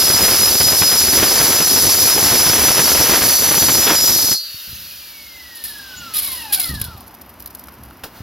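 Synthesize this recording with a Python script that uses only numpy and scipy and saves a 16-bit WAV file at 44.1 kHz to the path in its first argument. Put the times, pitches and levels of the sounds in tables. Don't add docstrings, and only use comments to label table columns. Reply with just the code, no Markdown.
import sys
import numpy as np
from scipy import signal
from scipy.fft import rfft, irfft, next_fast_len
from scipy.io import wavfile
from scipy.ndimage import uniform_filter1d, minimum_filter1d, map_coordinates

SR = 44100
rng = np.random.default_rng(int(sys.argv[2]) if len(sys.argv) > 2 else 0)


def unload_audio(sound):
    columns = np.transpose(np.atleast_2d(sound))
    steps = np.round(np.clip(columns, -1, 1) * 32767)
    wavfile.write(sys.argv[1], SR, steps.astype(np.int16))


N = 362502
TIME = np.arange(N) / SR
TOP_HZ = 15900
RELEASE_S = 4.325


def amp(db):
    return 10 ** (np.asarray(db) / 20)


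def unit(x):
    return x / np.sqrt(np.mean(np.abs(x) ** 2) + 1e-20)


def along(points, hz):
    f, v = np.transpose(points)
    return np.interp(np.log(hz + 1), np.log(f + 1), v)


def wobble(rate):
    knots = rng.standard_normal(int(N * rate / SR) + 4)
    return map_coordinates(knots, [TIME * rate])


def swell(middle, length):
    return 2 ** -((2 * (TIME - middle) / length) ** 2)


def decay(start, rise, t60):
    age = np.maximum(TIME - start, 0)
    return (1 - np.exp(-age / max(rise, 1e-4))) * np.exp(-np.log(1000) * age / t60)


def filtered(x, response):
    size = next_fast_len(N + 8192)
    return irfft(rfft(x, size) * response(np.fft.rfftfreq(size, 1 / SR)), size)[..., :N]


def coloured(x, spectrum):
    return unit(filtered(x, lambda hz: amp(along(spectrum, hz))))


def noise(spectrum):
    return coloured(rng.standard_normal(N), spectrum)


def grains(rate, spread_db):
    hit = rng.random(N) < rate / SR
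    size = amp(spread_db * np.clip(rng.standard_normal(N), -2, 2))
    return unit(hit * size * rng.choice([-1, 1], N))


def spatter(rate, spread_db, life_s):
    strikes = grains(rate, spread_db) ** 2
    energy = signal.lfilter([1], [1, -np.exp(-1 / (life_s * SR))], strikes)
    return unit(np.sqrt(np.abs(energy)))


def ringing(modes, width_hz):
    def response(hz):
        power = sum(amp(db) ** 2 / (1 + ((hz - f) / width_hz) ** 2) ** 2 for f, db in modes)
        return np.sqrt(power)
    return unit(filtered(rng.standard_normal(N), response))


def bent(x, detune):
    return map_coordinates(x, [np.arange(N) + np.cumsum(detune)], order=5, mode="mirror")


def knock(events, push_s, ring_hz=84, t60=0.041):
    pushes = sum(amp(db) * np.exp(-np.abs(TIME - s) / push_s) for s, db in events)
    width_hz = np.log(1000) / (np.pi * t60)
    return filtered(pushes, lambda hz: hz ** 2 / (ring_hz ** 2 - hz ** 2 + 1j * hz * width_hz))


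# frequency in Hz, relative level in dB.
YARD_SPECTRUM = [(28, -25), (60, 15.5), (130, 3), (290, 7.5), (450, -2), (950, 3), (3000, -11.5),
                 (8000, -50)]
# frequency in Hz, relative level in dB.
WIND_SPECTRUM = [(24, -25), (65, 5.5), (230, -8.5), (1200, -64)]
# start in seconds, level in dB, t60 in seconds.
GUSTS = [(4.67, -24.5, 0.76), (5.96, -35.5, 0.53), (6.685, -26, 0.89), (7.77, -38.5, 0.71)]


def air(yard_db=-44, buffet_db=0, rise=0.0081):
    gusts = sum(amp(db) * decay(s, rise, t60) for s, db, t60 in GUSTS)
    return amp(yard_db) * noise(YARD_SPECTRUM) + amp(buffet_db) * gusts * noise(WIND_SPECTRUM)


# time in seconds, push in dB.
EDDIES = [(4.545, -15.5), (4.73, -14), (6.696, -22), (6.711, -14.5), (6.739, -18), (6.758, -23),
          (6.815, -16), (6.885, -22), (6.951, -24), (8.206, -19)]


def thumps():
    return knock(EDDIES, push_s=0.0014)


# frequency in Hz, relative level in dB.
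SWISH_SPECTRUM = [(900, -21), (1500, -5), (2300, -8.5), (2850, 1), (3400, -3), (5200, -0.5), (8500, -18.5),
                  (15800, -10.5)]
# frequency in Hz, relative level in dB.
MIST_SPECTRUM = [(2000, -27), (5000, -7), (8500, -22.5), (10700, -4.5), (13000, 0), (15800, -13.5)]


def hose(swish_db=-57, mist_db=-56):
    return amp(swish_db) * noise(SWISH_SPECTRUM) + amp(mist_db) * noise(MIST_SPECTRUM)


# frequency in Hz, relative level in dB.
LOW_MODES = [(480, 2), (575, 10), (1360, 8), (1540, -1), (1790, 8)]


def hum(level_db=-45, t60=6.5):
    return amp(level_db) * decay(RELEASE_S, .002, t60) * ringing(LOW_MODES, width_hz=18)


# start in seconds, level in dB, t60 of the grit in seconds.
TOUCHDOWNS = [(7.684, -31, .025), (7.909, -33, 0.0068), (8.036, -24.5, 0.13)]
# frequency in Hz, relative level in dB, t60 in seconds.
FRAME_MODES = [(1380, 10.5, 0.017), (2760, -13, .1), (10260, -27, .12)]
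# middle in seconds, length in seconds, level in dB.
SLIDE = (8.18, 0.085, -42)


def set_down(ring_db=-7, crunch_db=0):
    ring = sum(
        amp(db + level) * decay(s, 0.00044, t60) * np.sin(2 * np.pi * (hz * TIME + rng.random()))
        for s, db, _ in TOUCHDOWNS for hz, level, t60 in FRAME_MODES)
    grit = noise([(100, -2), (1400, -4.0), (2000, -12), (5000, -9.0), (8000, -21), (12000, -12)])
    middle, length, slide_db = SLIDE
    contact = sum(amp(db) * decay(s, 0.00032, t60) for s, db, t60 in TOUCHDOWNS)
    contact = contact + amp(slide_db) * swell(middle, length)
    return amp(ring_db) * ring + amp(crunch_db) * grit * contact


# start in seconds, relative level in dB.
DROPS = [(7.0783, -26), (7.215, -25.5), (7.414, -35), (7.459, -17.5), (7.4734, -23), (7.549, -18),
         (7.5934, -23), (7.8344, -26)]


def drips(level_db=-5.0, t60=0.026, patter_db=-49.0):
    drops = sum(amp(db) * decay(s, 0.00099, t60) for s, db in DROPS) * noise(MIST_SPECTRUM)
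    running = np.interp(TIME, [6.6, 7.0, 7.7, 8.1], [0, 1, 1, 0])
    patter = running * spatter(rate=110, spread_db=8.0, life_s=0.0021) * noise(MIST_SPECTRUM)
    return amp(level_db) * drops + amp(patter_db) * patter


# time in seconds, pitch in Hz.
MOTOR_PITCH = [(4.325, 3070), (6.0, 1445), (6.3, 1075), (6.45, 887.5), (6.75, 594), (7.43, 1)]


def motor_hz():
    return np.interp(TIME, *np.transpose(MOTOR_PITCH))


def spinning(knee_hz):
    return 1 / (1 + (knee_hz / motor_hz()) ** 4)


HARMONICS_DB = [-3, -7.5, -4]
# frequency in Hz, relative level in dB.
HOUSING_BAND = [(600, -26), (770, 1.5), (1170, -5.5), (1280, 3), (2050, 5.5), (2450, -0.5), (2950, 3),
                (3500, -16)]


def motor(level_db=-37.5, knee_hz=365, flutter_db=4.0, jitter=0.61):
    pitch_hz = motor_hz()
    phase = 2 * np.pi * np.cumsum(pitch_hz) / SR
    whine = 0
    for k, db in enumerate(HARMONICS_DB, 1):
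        audible = k * pitch_hz < TOP_HZ
        level = amp(db + along(HOUSING_BAND, k * pitch_hz) + flutter_db * wobble(70))
        whine = whine + audible * level * np.sin(k * phase + np.sqrt(k) * jitter * wobble(130))
    return amp(level_db) * spinning(knee_hz) * whine


# frequency in Hz, relative level in dB.
SLOW_BLADE_MODES = [(3430, -3), (3880, 0.5), (4060, -3), (4300, 0), (4475, 1.5), (4850, -3), (5070, 0),
                    (5360, -2.5)]
# start in seconds, level in dB, t60 in seconds.
SPLASHES = [(5.55, -33, 0.81), (5.638, -21.5, 0.41), (6.137, -16, 0.25), (6.162, -19.5, 0.57),
            (6.245, -24, 0.76), (6.523, -8, 0.2), (6.597, -19.5, 0.26), (6.631, -27, 0.55),
            (6.797, -23, .02), (6.814, -16.5, 0.036), (6.84, -25, 0.12)]
# middle in seconds, level in dB.
SPURTS = [(6.642, -30), (6.693, -40), (6.755, -36), (6.85, -48)]
# frequency in Hz, relative level in dB.
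SPRAY_SPECTRUM = [(1200, -19), (3200, -6), (5200, -9), (8300, -13), (10600, 3.5), (13000, 0.5),
                  (15800, -12)]


def water(swish_db=-37, mist_db=-44, knee_hz=560, ring_db=-6, splash_db=0, rise=0.0017,
          sputter_db=2.0, ring_t60=0.083, strike_db=-11, rattle_s=0.017):
    ring = ringing(SLOW_BLADE_MODES, width_hz=40)
    steady = amp(swish_db) * (noise(SWISH_SPECTRUM) + amp(ring_db) * ring)
    fine = amp(mist_db) * coloured(grains(rate=5000, spread_db=-3), MIST_SPECTRUM)
    bursts = np.sqrt(sum((amp(db) * decay(s, rise, t60)) ** 2 for s, db, t60 in SPLASHES))
    spray_level = amp(splash_db + 2.6 * wobble(220)) * bursts
    spray = spray_level * coloured(grains(rate=7400, spread_db=7.0), SPRAY_SPECTRUM)
    keep = np.exp(-np.log(10 ** 6) / (ring_t60 * SR))
    ring_level = np.sqrt(signal.lfilter([1 - keep], [1, -keep], bursts ** 2))
    rattle = sum(amp(db) * swell(s, rattle_s) for s, db in SPURTS) * ring
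    sputter = amp(sputter_db * wobble(55))
    struck = amp(strike_db) * ring_level * ring
    return spinning(knee_hz) * (steady + fine) + rattle + sputter * (spray + struck)


def slurry(swish_db=-11, mist_db=-11, rise=0.34, t60=2.3):
    hiss = amp(swish_db) * noise(SWISH_SPECTRUM) + amp(mist_db) * noise(MIST_SPECTRUM)
    return decay(RELEASE_S, rise, t60) * hiss


# middle in seconds, frequency at the middle in Hz, level in dB.
SQUEAKS = [(4.755, 6350, -29), (5.984, 6760, -33.5)]


def squeaks(length=0.016, glide_hz=-1800):
    def squeak(age, hz):
        phase = 2 * np.pi * (hz + .5 * glide_hz * age) * age
        return np.exp(-(age / length) ** 2) * np.sin(phase + .5 * wobble(150))
    return sum(amp(db) * squeak(TIME - s, hz) for s, hz, db in SQUEAKS)


# frequency in Hz, level in dB, t60 in seconds.
FREE_MODES = [(3770, -21.5, 1.7), (4120, -17, 1.3), (4274, -1, 0.34), (4480, -21, .8), (4500, -13.5, 0.7),
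              (4530, -18, 1.8), (4690, -3, 0.49), (4750, -23, 2), (4935, -7, 0.32)]


def free_blade(rise=.015, sag=0.021):
    slowing = TIME - sag * np.maximum(TIME - RELEASE_S, 0) ** 2
    return sum(
        amp(db + 3.8 * wobble(20)) * decay(RELEASE_S, rise, t60)
        * np.sin(2 * np.pi * hz * slowing + .5 * wobble(40))
        for hz, db, t60 in FREE_MODES)


# frequency in Hz, relative level in dB.
STONE_SPECTRUM = [(20, -46), (45, -9), (75, 1.5), (160, -3), (330, 0), (700, -4), (2200, -7), (3600, -9),
                  (6000, -27.5)]
# start in seconds, relative level in dB.
CHIPS = [(0.281, 0), (0.605, 1.5), (0.72, 0), (0.816, 4.5), (0.927, -2.5), (1.174, 0.5), (1.23, 3.5),
         (1.4, 4), (1.602, 0.5), (1.76, -0.5), (2.178, -0.5), (2.326, -2), (2.466, -1), (2.68, 2),
         (2.792, 5), (3.116, 0.5), (3.236, -1), (3.511, -2), (3.62, -1.5), (3.682, -0.5), (4.313, -3.5)]


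def cracks(level_db=-1, t60=0.12, jolt_db=1.5):
    snapping = sum(amp(db) * decay(s, 0.00087, t60) for s, db in CHIPS)
    snaps = snapping * coloured(grains(rate=1400, spread_db=3.5), STONE_SPECTRUM)
    return amp(level_db) * snaps + amp(jolt_db) * knock(CHIPS, push_s=0.00048)


# middle in seconds, length in seconds, extra level in dB.
PUSHES = [(0.24, 0.24, 3.5), (1.297, 0.42, 5), (2.59, 0.58, 5.5), (3.12, 0.23, 6.5), (3.512, 0.4, 1.5),
          (3.887, 0.07, 12.5)]
BITE_DB = -9
EDGE_S, EDGE_DB_PER_S = 4.02, 22


def grinding(chips_db=-2, dust_db=-2, flakes_db=1, chatter_db=6.0):
    level_db = BITE_DB + sum(db * swell(s, length) for s, length, db in PUSHES)
    level_db = level_db - EDGE_DB_PER_S * np.maximum(TIME - EDGE_S, 0)
    chips = amp(chips_db) * grains(rate=480, spread_db=3.0) + amp(dust_db) * rng.standard_normal(N)
    flakes = np.hypot(1, amp(flakes_db) * spatter(rate=110, spread_db=0.0, life_s=0.0047))
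    crunch = coloured(chips * flakes, STONE_SPECTRUM)
    bass = filtered(crunch, lambda hz: 1 / (1 + (hz / 520) ** 4))
    chatter = unit(amp(chatter_db * np.tanh(wobble(45))))
    in_stone = np.interp(TIME, [RELEASE_S, 4.365], [1, 0])
    return amp(level_db) * in_stone * (crunch - bass + chatter * bass)


# frequency in Hz, relative level in dB.
ENTERING_MODES = [(4580, -32), (5060, -26), (5319, -31), (5566, -37), (5985, -29.5), (6065, -39),
                  (7294, -40), (10514, -34), (10826, -33), (13151, -36)]
DEEP_MODES = [(4565, -36.5), (5050, -35), (5300, -33), (5555, -37), (5975, -34.5), (6075, -31.5),
              (7101, -39.5), (10514, -36), (11203, -34), (13151, -36.5)]
NEAR_EDGE_MODES = [(4400, -35), (4640, -32.5), (5280, -37.5), (5960, -33), (6080, -30.5), (7200, -39),
                   (11230, -29), (12020, -34), (13520, -39)]
BREAKING_MODES = [(4995, -28), (5215, -30), (5675, -28), (6080, -30), (7130, -32.5), (11820, -32),
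                  (13460, -34)]
LEAVING_MODES = [(4355, -29), (4963, -24.5), (5195, -27), (5665, -36), (5846, -27), (6150, -24.5),
                 (12220, -26), (13440, -31)]
# time in seconds, blend in seconds, pitch change as a share per second.
STAGES = [(0, 0.29, -0.0035), (1.1, 0.44, -0.0011), (3.15, 0.22, -0.023), (3.73, 0.097, -0.016),
          (4.15, .04, 0.0049)]
# frequency in Hz, relative level in dB.
RASP_SPECTRUM = [(2500, -22), (4300, -3.5), (6100, -4), (6650, -8.5), (7300, -6.5), (8000, -13),
                 (9200, -13.5), (10400, -3.5), (11600, -2.5), (13500, -5), (15800, -18)]


def squeal(level_db=0.0, modes_db=-2.5, rasp_db=-1.5, wander=0.002527, fade_t60=0.26):
    mode_sets = (ENTERING_MODES, DEEP_MODES, NEAR_EDGE_MODES, BREAKING_MODES, LEAVING_MODES)
    stage = sum(.5 + .5 * np.tanh((TIME - start) / blend) for start, blend, _ in STAGES[1:])
    load = wander * wobble(13)
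    tones = 0
    for k, (modes, (start, _, glide)) in enumerate(zip(mode_sets, STAGES)):
        ring = bent(ringing(modes, width_hz=30.4), load + glide * (TIME - start))
        share = np.maximum(1 - np.abs(stage - k), 0)
        tones = tones + np.sqrt(share) * ring
    bite = amp(0.65 * wobble(24.95))
    contact = amp(level_db - 60 * np.maximum(TIME - RELEASE_S, 0) / fade_t60)
    return contact * bite * (amp(modes_db) * tones + amp(rasp_db) * noise(RASP_SPECTRUM))


# frequency in Hz, lag in radians.
PORT_LAG = [(3500, 0), (5000, 0.56), (15000, 1.82)]


def scene(scatter_db=-18):
    direct = squeal() + grinding() + cracks() + free_blade() + hum() + motor() + squeaks()
    direct = direct + slurry() + water() + hose() + drips() + set_down() + air() + thumps()
    age = np.arange(SR // 5) / SR
    wall = rng.standard_normal(len(age)) * amp(-60 * age / .25) * (age > .02)
    echo = signal.fftconvolve(direct, wall / np.linalg.norm(wall))[:N]
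    scatter = amp(scatter_db) * filtered(echo, lambda hz: hz ** 3 / (hz ** 3 + 3500 ** 3))
    lag = filtered(direct, lambda hz: -1j * np.tan(np.clip(along(PORT_LAG, hz), 0, 2.5) / 2))
    side = scatter + lag
    return np.array([direct + side, direct - side])


def gain_control(x, ceiling_db=-13.0, hold_s=0.33, recover_db_per_s=8.5):
    power = np.abs(uniform_filter1d(x ** 2, size=SR // 5))
    excess_db = np.maximum(10 * np.log10(power + 1e-12) - ceiling_db, 0)
    recovered_db = recover_db_per_s * TIME
    falling_db = np.maximum.accumulate(excess_db + recovered_db) - recovered_db
    held_db = np.interp(TIME - hold_s, TIME, falling_db)
    return amp(-np.maximum(falling_db, held_db))


def record(dry):
    levelled = dry * gain_control(dry.mean(axis=0))
    needed = 1 / np.maximum(np.abs(levelled).max(axis=0) / .95, 1)
    gain = uniform_filter1d(minimum_filter1d(needed, size=45), size=45)
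    return filtered(levelled * gain, lambda hz: hz < TOP_HZ)


dry = scene()
out = record(dry)
unload_audio(out)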